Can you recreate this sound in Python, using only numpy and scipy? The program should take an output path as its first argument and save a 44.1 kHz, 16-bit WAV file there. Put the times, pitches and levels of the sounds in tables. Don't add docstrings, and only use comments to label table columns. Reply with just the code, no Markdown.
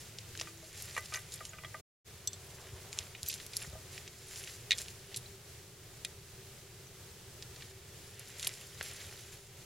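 import sys
import numpy as np
from scipy import signal
from scipy.fft import rfft, irfft, next_fast_len
from scipy.io import wavfile
from scipy.ndimage import uniform_filter1d

SR = 44100
rng = np.random.default_rng(int(sys.argv[2]) if len(sys.argv) > 2 else 0)


def to_wav(s):
    ch = np.atleast_2d(s).T
    pcm = np.round(np.clip(ch, -1, 1) * 32767)
    wavfile.write(sys.argv[1], SR, pcm.astype(np.int16))


N = 425556
TIME = np.arange(N) / SR
RING = np.arange(SR // 3) / SR

# frequency in Hz, relative level in dB per Hz.
AIR_COLOUR = [(25, -4.5), (50, -4.5), (85, 8), (120, 7.5), (170, -0.5), (260, -13.5), (390, -3),
              (520, -9.5), (1000, -15.5), (1700, -14), (4500, -15), (7500, -16.5), (11000, -20.5),
              (16000, -24)]
# frequency in Hz, side minus mid in dB.
AIR_WIDTH = [(60, -21), (110, -27), (200, -12.5), (380, -14), (700, -9.5), (1290, -8.5), (2380, -8),
             (4400, -4), (8120, -0.5), (15000, 1.5)]
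# frequency in Hz, side minus mid in dB.
NEAR_WIDTH = [(1000, -24.5), (2500, -42), (5000, -15.5), (8000, -6), (12000, -3)]
# frequency in Hz, gain in dB.
PORT_COLOUR = [(6000, -0.5), (6700, -1), (7300, 4), (7620, 2), (7850, -9.5), (8150, 1), (8800, -2.5),
               (9800, -0.5), (10800, 6.5), (12200, 0), (14000, -8.5)]
# time of the peak in seconds, level in dB, length in seconds.
SLEEVE_STROKES = [(2.65, -60.5, 0.75), (2.98, -57.5, 0.2), (3.62, -67, .6), (8.85, -80, 2.6)]
# time of the peak in seconds, level in dB, length in seconds.
HAND_STROKES = [(.03, -57, 0.47), (.42, -52.5, .2), (.84, -50, 0.48), (.95, -49, 0.14), (1.15, -47.5, 0.11),
                (1.35, -51.5, 0.21), (2.62, -58, 0.91), (2.99, -52.5, 0.19), (3.315, -48.5, 0.19),
                (3.4, -57, 0.063), (3.56, -49, 0.064), (3.625, -45, 0.11), (3.96, -52, 0.17),
                (4.35, -50.5, 0.34), (4.47, -48.5, 0.17), (4.805, -43.5, 0.11), (5.12, -58, 0.38),
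                (7.65, -57.5, 0.24), (8.23, -55, 0.5), (8.45, -44.5, 0.15), (8.63, -54.5, 0.5),
                (8.865, -47, 0.18), (9.01, -50.5, 0.52), (9.2, -58, 0.45)]
# frequency in Hz, relative level in dB per Hz.
CLOTH_COLOUR = [(200, -25), (500, 0.5), (1000, -11), (1900, 2.5), (4000, 1), (6500, 2), (12000, -8.5),
                (16000, -6)]
# start in seconds, level in dB.
HAND_BUMPS = [(2.724, -41.5), (2.989, -48), (3.228, -45.5), (3.671, -44), (3.728, -41.5)]
# start in seconds, level in dB.
THOCK_HITS = [(.412, -48.5), (8.473, -51), (8.8105, -47)]
# start in seconds, level in dB, pitch in Hz.
PING_NOTES = [(1.157, -41, 6320), (1.492, -49.5, 6800), (1.649, -48, 3280), (3.279, -45, 6100),
              (5.26, -52.5, 4050), (6.87, -59, 6050)]
# start in seconds, level in dB, centre in Hz, t60 in seconds.
TICK_HITS = [(.186, -43.5, 3960, .017), (0.3518, -48, 2290, 0.016), (.3753, -46, 4770, .006),
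             (.3907, -48, 2800, .03), (.3984, -40.5, 3920, 0.0043), (.412, -37, 3700, 0.014),
             (0.8228, -44.5, 8000, .009), (.9497, -51, 4480, .02), (.978, -45, 4960, .04),
             (1.058, -48, 4470, .015), (1.1386, -38, 4400, .026), (1.1452, -42, 3200, .01),
             (1.3212, -47.5, 4700, 0.01), (1.339, -45, 5830, 0.025), (1.452, -43.5, 4600, 0.011),
             (2.9288, -43, 4030, 0.0067), (2.9833, -52, 3800, 0.0068), (2.9884, -33, 4350, .003),
             (3.231, -39.5, 6750, 0.0023), (3.2626, -46, 4500, .008), (3.298, -37, 4330, 0.062),
             (3.3143, -45, 5700, .018), (3.3269, -42, 4000, 0.041), (3.34, -41, 5800, 0.011),
             (3.4, -47.5, 2600, .045), (3.4643, -47.5, 6660, .013), (3.534, -44.5, 3500, 0.038),
             (3.5679, -32.5, 7300, 0.0042), (3.6182, -46, 2700, .045), (3.978, -44.5, 2870, 0.019),
             (4.0772, -47.5, 3400, .02), (4.359, -46.5, 4200, .015), (4.4389, -47, 4200, 0.0051),
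             (4.474, -46, 2720, 0.034), (4.783, -40.5, 5000, .009), (4.7872, -40, 5000, .012),
             (4.883, -47.5, 4450, 0.0052), (5.144, -42, 3820, 0.032), (5.162, -39, 5900, .024),
             (5.1702, -39, 6330, 0.023), (6.048, -38, 4750, 0.014), (7.424, -45, 3770, 0.027),
             (7.561, -53, 3500, 0.022), (7.622, -48, 3060, 0.034), (8.1945, -48.5, 7000, .02),
             (8.396, -43, 5000, 0.0079), (8.428, -39, 4370, 0.026), (8.4465, -39.5, 4700, .018),
             (8.47, -35.5, 2920, 0.0073), (8.4725, -32, 7400, 0.0052), (8.4923, -46, 3900, .005),
             (8.538, -49, 4800, .015), (8.8103, -37.5, 2150, 0.0081), (8.828, -45, 8000, .01)]
# start in seconds, level in dB, brightness in Hz.
BOLT_SQUEAKS = [(3.2855, -35, 13000), (3.288, -41, 12900)]
# start in seconds, level in dB, brightness in Hz.
BOLT_CLINKS = [(2.2741, -31, 8100), (2.280, -44, 6000), (2.3317, -44, 7000), (2.3389, -52, 5000)]
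# start in seconds, level in dB, brightness in Hz.
LEVER_CLACKS = [(3.149, -46.5, 3120), (4.7077, -25, 5200), (4.7178, -25, 5000), (4.7275, -32.5, 4530),
                (6.0485, -40, 5900)]
# start in seconds, level in dB, brightness in Hz.
STEM_KNOCKS = [(.413, -49, 1800), (.472, -47.5, 2500), (.626, -53, 600), (.9652, -36.5, 2700),
               (.9771, -33, 1920), (1.1229, -42.5, 2500), (1.143, -41, 1900), (1.157, -40.5, 4000),
               (1.1726, -43.5, 2520), (1.4061, -44, 1300), (1.5328, -48, 2990), (1.5848, -48.5, 2980),
               (1.6366, -48, 2960), (1.6465, -45, 4000), (1.7435, -40.5, 1470), (3.728, -52, 600),
               (3.752, -47.5, 650)]

# frequency in Hz, relative level in dB, t60 in seconds.
FRAME_MODES = [(72.4, 4.5, 0.14), (92.3, 3, 0.11), (128, 0.5, 0.12)]
# frequency in Hz, relative level in dB, t60 in seconds.
BORE_MODES = [(4280, -13, .025), (4850, -8, 0.049), (6200, -13, .02), (7700, -4, .04), (9150, -5, .03),
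              (10830, -3, .035), (11700, -8, .02), (11890, 5.5, 0.034)]
# frequency in Hz, relative level in dB, t60 in seconds.
BOLT_MODES = [(3513, -13.5, 0.083), (4260, -8, 0.045), (4370, -17, .025), (4933, -17, 0.033),
              (5200, -19, .025), (6020, 0, 0.033), (6000, -2, .026), (7560, -8, .044), (7650, 3.5, 0.051),
              (9400, -5, 0.031), (11960, 8, 0.011)]
# frequency in Hz, relative level in dB, t60 in seconds.
LEVER_MODES = [(1870, -6.5, 0.039), (1950, -3, 0.061), (2150, -4, 0.048), (2376, -8.5, 0.026),
               (2460, 2.5, 0.045), (2710, -7.5, .045), (2960, -8, .04), (3270, -5, 0.04), (3400, -6, 0.077),
               (3610, -8, .03), (3724, 4, 0.06), (3800, 0.5, 0.046), (4060, -5, 0.054), (4300, -12, 0.052),
               (4290, -5, 0.052), (5500, -14, 0.028), (6150, -1.5, .025), (7350, -11, .025)]
# frequency in Hz, relative level in dB, t60 in seconds.
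STEM_MODES = [(513, -15.5, 0.069), (638, -12, 0.14), (660, -29, .15), (1190, -10.5, 0.12), (1203, -5, 0.15),
              (1248, -3.5, 0.063), (1535, -8, 0.1), (1894, -18.5, 0.094), (1926, -5.5, 0.045),
              (1928, 4, 0.041), (2008, -9, 0.21), (2140, -13, .1), (2300, 0, .045), (2450, -1.5, 0.055),
              (2850, -0.5, .04)]
# fade-out start, fade-out end, fade-in start, fade-in end, all in seconds.
SILENCE_TIMES = (1.803, 1.812, 2.045, 2.075)

AIR_DB = -53.5
HUM_HZ, HUM_DB = 332, -63
HUM_TIMES = (0.35, 0.39, 0.67, 0.72)
DRONE_HZ, DRONE_WIDTH_HZ, DRONE_DB, DRONE_FROM_S = 389.7, 37, -65.5, 2
RISE_SHARE = 0.46
STROKE_EDGE_DB = -9.5
GRIP_DB = -67
SLIPS_PER_S = 14
SLIP_DB = -2
SLIP_FROM_DB = -56.5
SLIP_LOW_HZ, SLIP_HIGH_HZ, SLIP_T60_S = 4000, 10000, 0.01
BUMP_HZ = 200
THOCK_LOW_HZ, THOCK_HIGH_HZ, THOCK_T60_S = 384, 846, 0.0094
TICK_OCTAVES = 1.64
REBOUND_S, REBOUND_DB = 0.0048, -9
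TOP_HZ = 15850


def undb(db):
    return 10 ** (np.asarray(db) / 20)


def unit(x):
    return x / np.sqrt(np.mean(x ** 2))


def blow(x, db):
    return x * undb(db) * np.sqrt(SR / 100 / np.sum(x ** 2))


def fade(t60):
    return np.exp(-np.log(1000) * RING / t60)


def colour(x, points):
    hz, db = np.transpose(points)
    size = 2 * next_fast_len(len(x) // 2 + 1)
    f = np.maximum(np.arange(size // 2 + 1) * SR / size, 1)
    log_gain = np.log(undb(np.interp(np.log(f), np.log(hz), db)))
    cepstrum = irfft(log_gain)
    cepstrum[1:size // 2] *= 2
    cepstrum[size // 2 + 1:] = 0
    response = np.exp(rfft(cepstrum))
    return irfft(rfft(x, size) * response)[:len(x)]


def butter(x, hz, kind, order=2):
    return signal.sosfilt(signal.butter(order, hz, kind, fs=SR, output="sos"), x)


def walk(rate):
    hold = int(SR / rate)
    steps = np.repeat(rng.standard_normal(N // hold + 1), hold)
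    return unit(uniform_filter1d(steps, hold)[:N])


def add(track, s, sound):
    start = int(s * SR)
    track[start:start + len(sound)] += sound[:len(track) - start]


def stereo(mid, side):
    return np.array([mid + side, mid - side])


def air(swell_db=1.07):
    mid, side = (unit(colour(rng.standard_normal(N), AIR_COLOUR)) for _ in range(2))
    level = undb(AIR_DB + swell_db * walk(8.6))
    return stereo(mid, colour(side, AIR_WIDTH)) * level


def hum():
    tone = np.sqrt(2) * np.sin(2 * np.pi * HUM_HZ * TIME)
    return undb(HUM_DB) * tone * np.interp(TIME, HUM_TIMES, [0, 1, 1, 0])


def drone():
    waver = butter(rng.standard_normal(N) + 1j * rng.standard_normal(N), DRONE_WIDTH_HZ / 2, "low")
    tone = unit(np.real(waver * np.exp(2j * np.pi * DRONE_HZ * TIME)))
    return undb(DRONE_DB) * tone * (TIME > DRONE_FROM_S)


def effort(strokes):
    power = np.zeros(N)
    for s, db, length in strokes:
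        away = np.maximum((s - TIME) / RISE_SHARE, (TIME - s) / (1 - RISE_SHARE)) / length
        near = away < 6
        power[near] += undb(db + STROKE_EDGE_DB * away[near]) ** 2
    return np.sqrt(power)


def sleeve(low_hz=380, high_hz=1100):
    brush = butter(butter(rng.standard_normal(N), low_hz, "high"), high_hz, "low")
    return unit(brush) * effort(SLEEVE_STROKES) * undb(2 * walk(30))


def rubbing(grains_per_s=700, grain_spread_db=2.5, grain_db=-5, flutter_db=2.5, split_hz=4000):
    happens = rng.random(N) < grains_per_s / SR
    direction = rng.choice([-1, 1], N)
    size = undb(grain_spread_db * np.minimum(rng.exponential(size=N), 5))
    hiss = rng.standard_normal(N) + undb(grain_db) * unit(happens * direction * size)
    slide = sum(butter(hiss, split_hz, kind, order=3) * undb(flutter_db * walk(50))
                for kind in ("low", "high"))
    return unit(colour(colour(slide, CLOTH_COLOUR), PORT_COLOUR))


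def grit(grains_per_s=130, low_hz=1600, high_hz=11000, t60=0.0042, spread_db=3, level_db=-8):
    out = np.zeros(N)
    short = RING[:len(RING) // 20]
    decay = fade(t60)[:len(short)]
    for when, pitch, size in rng.random((int(grains_per_s * N / SR), 3)):
        hz = low_hz * (high_hz / low_hz) ** pitch
        grain = np.sin(2 * np.pi * hz * short) * decay
        add(out, when * N / SR, grain * undb(-spread_db * np.log(max(size, 0.03))))
    return unit(colour(out, PORT_COLOUR)) * undb(level_db)


def slips(push):
    out = np.zeros(N)
    for when, pitch in rng.random((int(SLIPS_PER_S * N / SR), 2)):
        at = int(when * N)
        if push[at] > undb(SLIP_FROM_DB):
            hz = SLIP_LOW_HZ * (SLIP_HIGH_HZ / SLIP_LOW_HZ) ** pitch
            add(out, at / SR, push[at] * tick(SLIP_DB, hz, SLIP_T60_S))
    return out


def struck(hits, modes, crack_db, crack_hz, crack_t60, scatter_db=1.0):
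    out = np.zeros(N)
    for s, db, bright_hz in hits:
        ring = np.zeros(len(RING))
        for hz, mode_db, t60 in modes:
            size, sign = rng.standard_normal(2)
            gain = np.sign(sign) * undb(mode_db + scatter_db * size)
            ring += gain * fade(t60) * np.sin(2 * np.pi * hz * RING)
        ring = butter(ring, 0.73 * modes[0][0], "high", order=6)
        crack = butter(rng.standard_normal(len(RING)) * fade(crack_t60), crack_hz, "high", order=8)
        ring, crack = (butter(part, bright_hz, "low", order=3) for part in (ring, crack))
        add(out, s, blow(blow(ring, 0) + blow(crack, crack_db), db))
    return out


def frame_bumps():
    hits = [(s, db, BUMP_HZ) for s, db in HAND_BUMPS]
    return struck(hits, FRAME_MODES, crack_db=-13.5, crack_hz=60, crack_t60=0.066)


def thocks():
    out = np.zeros(N)
    for s, db in THOCK_HITS:
        body = rng.standard_normal(len(RING)) * fade(THOCK_T60_S)
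        body = butter(body, THOCK_LOW_HZ, "high", order=3)
        add(out, s, blow(butter(body, THOCK_HIGH_HZ, "low", order=3), db))
    return out


def pings(t60=0.042, rough=0.27):
    out = np.zeros(N)
    for s, db, hz in PING_NOTES:
        chatter = 1 + rough * unit(butter(rng.standard_normal(len(RING)), 250, "low"))
        add(out, s, blow(chatter * fade(t60) * np.sin(2 * np.pi * hz * RING), db))
    return out


def tick(db, hz, t60, snap=0.35, snap_t60=0.0047, tail_db=-16, tail_t60=0.082):
    crack, grate, again, scatter = rng.standard_normal((4, len(RING)))
    hit = snap * blow(crack * fade(snap_t60), 0)
    hit += blow(grate * fade(t60), 0)
    hit += blow(scatter * fade(tail_t60), tail_db)
    add(hit, REBOUND_S, blow(again * fade(t60), REBOUND_DB))
    edge = 2 ** (TICK_OCTAVES / 2)
    hit = butter(butter(hit, hz / edge, "high", order=5), hz * edge, "low", order=4)
    return blow(colour(hit, PORT_COLOUR), db)


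def ticks():
    out = np.zeros(N)
    for s, db, hz, t60 in TICK_HITS:
        add(out, s, tick(db, hz, t60))
    return out


def squeaks():
    return struck(BOLT_SQUEAKS, BORE_MODES, crack_db=-9, crack_hz=3460, crack_t60=0.015)


def clinks():
    return struck(BOLT_CLINKS, BOLT_MODES, crack_db=-7.5, crack_hz=3030, crack_t60=0.0085)


def clacks():
    return struck(LEVER_CLACKS, LEVER_MODES, crack_db=-3.5, crack_hz=1950, crack_t60=0.02)


def stem_knocks():
    return struck(STEM_KNOCKS, STEM_MODES, crack_db=-9.5, crack_hz=525, crack_t60=0.049, scatter_db=3)


def near_field(x, spread_t60=0.016):
    reflections = rng.standard_normal(len(RING)) * fade(spread_t60)
    side = signal.fftconvolve(x, reflections / np.linalg.norm(reflections))[:N]
    return stereo(x, colour(side, NEAR_WIDTH))


def scene():
    outdoors = air() + hum() + drone()
    push = np.hypot(effort(HAND_STROKES), undb(GRIP_DB))
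    hands = sleeve() + (rubbing() + grit()) * push + slips(push)
    parts = frame_bumps() + thocks() + pings() + ticks()
    parts += squeaks() + clinks() + clacks() + stem_knocks()
    return outdoors + near_field(hands + parts)


def record(dry):
    gate = np.interp(TIME, SILENCE_TIMES, [1, 0, 0, 1])
    top_cut = signal.ellip(10, 0.2, 80, TOP_HZ, fs=SR, output="sos")
    return signal.sosfilt(top_cut, dry * gate)


dry = scene()
out = record(dry)
to_wav(out)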